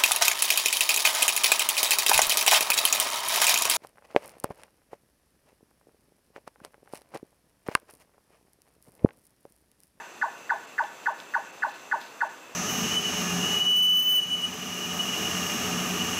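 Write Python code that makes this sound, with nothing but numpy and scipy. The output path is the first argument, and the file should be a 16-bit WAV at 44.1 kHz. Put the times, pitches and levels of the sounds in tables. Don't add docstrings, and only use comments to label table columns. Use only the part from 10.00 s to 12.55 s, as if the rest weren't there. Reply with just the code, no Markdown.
import sys
import numpy as np
from scipy import signal
from scipy.fft import rfft, irfft
from scipy.io import wavfile
from scipy.ndimage import uniform_filter1d

SR = 44100
rng = np.random.default_rng(int(sys.argv[2]) if len(sys.argv) > 2 else 0)


def transcribe(signal):
    frames = np.atleast_2d(signal).T
    limited = np.clip(frames, -1, 1)
    pcm = np.round(limited * 32767).astype(np.int16)
    wavfile.write(sys.argv[1], SR, pcm)


N = 112454


def undb(db):
    return 10 ** (np.asarray(db) / 20)


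def unit(x):
    return x / np.sqrt(np.mean(x ** 2) + 1e-20)


def eq(x, gain):
    hz = np.maximum(np.arange(len(x) // 2 + 1) * SR / len(x), 1)
    return irfft(rfft(x) * gain(hz), len(x))


def coloured_noise(curve):
    hz, db = np.array(curve).T
    return unit(eq(rng.standard_normal(N), lambda f: undb(np.interp(np.log(f), np.log(hz), db))))


def band_noise(hz, half_width_hz):
    return eq(rng.standard_normal(N),
              lambda f: 1 / (1 + 1j * (f * f - hz * hz) / (2 * f * half_width_hz)) ** 2)


def drift(rate_hz, size=N):
    hold = max(int(SR / rate_hz), 1)
    steps = np.repeat(rng.standard_normal(size // hold + 1), hold)
    return uniform_filter1d(steps, hold)[:size]


# time_s, pitch_hz, level_db
WHISTLE_CONTOUR = [(0, 1340, -20.2), (.0035, 2100, -33), (.006, 1858, -23.5), (.0125, 1450, -18.3),
                   (.0147, 1640, -20.2), (.0167, 892, -24.3), (.0205, 730, -35), (.025, 894, -22.6),
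                   (.0335, 1035, -20.7), (.0355, 1110, -28), (.044, 650, -35), (.053, 620, -39),
                   (.059, 810, -34), (.066, 810, -37)]
BREAK_S, UPTURN_S, ATTACK_S, RELEASE_S = 0.029, 0.063, 0.00089, 0.012
THROAT_HZ, THROAT_HALF_WIDTH_HZ = 4420, 320


def whistle(t, pitch_ratio, stretch, ending_db):
    times, hz, db = np.array(WHISTLE_CONTOUR).T
    note_s = np.where(t > BREAK_S, BREAK_S + (t - BREAK_S) / stretch, t)
    waver = 1 + 0.024 * drift(200, len(t)) * (note_s > BREAK_S)
    pitch_hz = pitch_ratio * waver * np.interp(note_s, times, hz)
    phase = 2 * np.pi * np.cumsum(pitch_hz * (note_s > 0)) / SR
    third = undb(-30) / (1 + ((3 * pitch_hz - THROAT_HZ) / THROAT_HALF_WIDTH_HZ) ** 2)
    attack = np.clip(note_s / ATTACK_S, 0, 1)
    release = np.clip(1 + (times[-1] - note_s) / RELEASE_S, 0, 1)
    ending = np.clip((note_s - UPTURN_S) / RELEASE_S, 0, 1)
    level = undb(np.interp(note_s, times, db) + ending_db * ending)
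    return attack * release * level * (np.sin(phase) + third * np.sin(3 * phase))


# start_s, gain_db, pitch_ratio, low_register_stretch_ratio, ending_gain_db
CALLS = [(-.068, 0, 1.025, 0.97, -14), (0.2143, 0, 1.005, 1.1, -8), (0.4942, 0.14, 1.001, 1.09, -7),
         (0.7801, 0.4, 1.01, 1.1, -2), (1.0584, -0.26, 1, 1.09, -11), (1.338, -0.5, 0.99, 0.98, -4),
         (1.6225, -0.5, 1, 1.023, 1), (1.9135, -0.15, 1, 0.98, -6), (2.2061, -.7, 0.99, .99, -5)]


def nightjar(t):
    return sum(undb(db) * whistle(t - start, pitch_ratio, stretch, ending_db)
               for start, db, pitch_ratio, stretch, ending_db in CALLS)


# delay_s, signed_gain
EARLY_REFLECTIONS = [(.00342, .7), (.00497, -.09), (.00879, .26), (.02091, -.16), (.0341, .11)]
LIFT_DB, LIFT_HZ, LIFT_HALF_WIDTH_HZ = 3, 1644, 120
TILT_DB_PER_OCTAVE, TILT_PIVOT_HZ = 1.5, 1230


def among_trees(voice, t):
    def send_eq(f):
        lift_db = LIFT_DB / (1 + ((f - LIFT_HZ) / LIFT_HALF_WIDTH_HZ) ** 2)
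        tilt_db = TILT_DB_PER_OCTAVE * np.clip(np.log2(f / TILT_PIVOT_HZ), -2, 1)
        return undb(lift_db + tilt_db)

    near = voice + sum(gain * np.interp(t - delay, t, voice) for delay, gain in EARLY_REFLECTIONS)
    send = eq(near, send_eq)
    thicket = undb(-16) * leaf_reverb(send, predelay_s=0.018, t60_s=0.37)
    forest = undb(-20.5) * leaf_reverb(send, predelay_s=0.0556, t60_s=0.36)
    return near + thicket + forest


def leaf_reverb(x, predelay_s, t60_s):
    age = np.arange(SR) / SR - predelay_s
    envelope = np.clip(age / 0.0074, 0, 1) * np.exp(-np.log(1000) * age / t60_s)
    spectrum = rfft(rng.standard_normal(SR) * envelope)
    flattened = spectrum / np.sqrt(uniform_filter1d(np.abs(spectrum) ** 2, size=100))
    return signal.fftconvolve(x, irfft(flattened, SR))[:len(x)]


# freq_hz, gain_db
AIR_EQ = [(25, -18), (50, -24), (100, -14.5), (160, -8), (330, -1.5), (700, -1), (1100, -1), (1700, -5.5),
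          (2200, -8), (3200, -12), (4300, -14.5), (5400, -17.5), (7600, -18), (8800, -23), (14800, -25),
          (15700, -64)]
AIR_DB, AIR_FLICKER_DB = -48, 0.66


def night_air():
    return undb(AIR_DB + AIR_FLICKER_DB * drift(29.27)) * coloured_noise(AIR_EQ)


# centre_hz, width_hz, level_db, flutter_db
CHORUSES = [(2639, 300, -56, 1.5), (3498, 94, -68, 2.5), (6190, 650, -61, 2), (7464, 600, -63.5, -0.5),
            (15000, 150, -74.5, 2.5)]


def insects():
    return sum(undb(db) * unit(band_noise(hz, width / 2) * undb(flutter_db * drift(25.02)))
               for hz, width, db, flutter_db in CHORUSES)


# centre_s, gain_db
TREBLE_DIPS = [(.664, -9), (1.133, -9), (1.518, -9), (1.731, -11), (2.285, -9)]
DIP_HALF_LENGTH_S, DIP_ABOVE_HZ = 0.0065, 4900


def dip_treble(bed, t):
    treble = eq(bed, lambda f: 1 - 1 / (1 + (f / DIP_ABOVE_HZ) ** 6))
    dip_db = sum(db * np.exp(-((t - centre) / DIP_HALF_LENGTH_S) ** 4) for centre, db in TREBLE_DIPS)
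    return bed + (undb(dip_db) - 1) * treble


# start_s, level_db, pitch_hz
TICK_HITS = [(.8385, -26, 3200), (1.033, -35, 3500), (1.2019, -20.5, 3400), (1.385, -39, 3000),
             (1.467, -36, 2700), (1.585, -38, 4600), (1.694, -39, 3800), (1.755, -39, 3900),
             (1.797, -34, 3900)]
RING_DECAY_S, TAIL_DECAY_S, TICK_HIGH_CUT_HZ = 0.00024, 0.004, 6000


def ticks(t):
    snaps = np.zeros(N)
    for start, db, hz in TICK_HITS:
        age = np.maximum(t - start, 0)
        ring = np.sin(2 * np.pi * hz * age) * np.exp(-age / RING_DECAY_S)
        tail = unit(band_noise(hz, half_width_hz=1500)) * (t >= start) * np.exp(-age / TAIL_DECAY_S)
        snaps += undb(db) * (ring + undb(-23) * tail)
    return signal.sosfilt(signal.butter(2, TICK_HIGH_CUT_HZ, fs=SR, output="sos"), snaps + 1e-18)


# freq_hz, gain_db
RUSTLE_EQ = [(800, -10), (2500, 7.5), (4200, 9), (7000, -6.5), (10000, -11), (14500, -7), (15500, -20)]
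# start_s, length_s, level_db
RUSTLE_SWELLS = [(1.165, 0.1, -56), (1.656, 0.24, -55), (1.993, 0.15, -50)]


def rustle(t):
    swells = sum(undb(db) * np.interp(t, [start, start + 0.16 * length, start + length], [0, 1, 0])
                 for start, length, db in RUSTLE_SWELLS)
    noise = coloured_noise(RUSTLE_EQ)
    grain = undb(3.9 * drift(300))
    return swells * noise * grain


def scene():
    preroll = SR // 2
    bird_t = np.arange(-preroll, N) / SR
    t = bird_t[preroll:]
    bird = undb(0.5) * among_trees(nightjar(bird_t), bird_t)[preroll:]
    bed = dip_treble(night_air() + insects(), t)
    return (bird + bed + ticks(t) + rustle(t))[None]


def record(dry):
    low_cut = signal.butter(2, 102, "high", fs=SR, output="sos")
    high_cut = signal.ellip(10, 0.1, 80, 15600, fs=SR, output="sos")
    return signal.sosfilt(high_cut, signal.sosfilt(low_cut, dry))


dry = scene()
out = record(dry)
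transcribe(out)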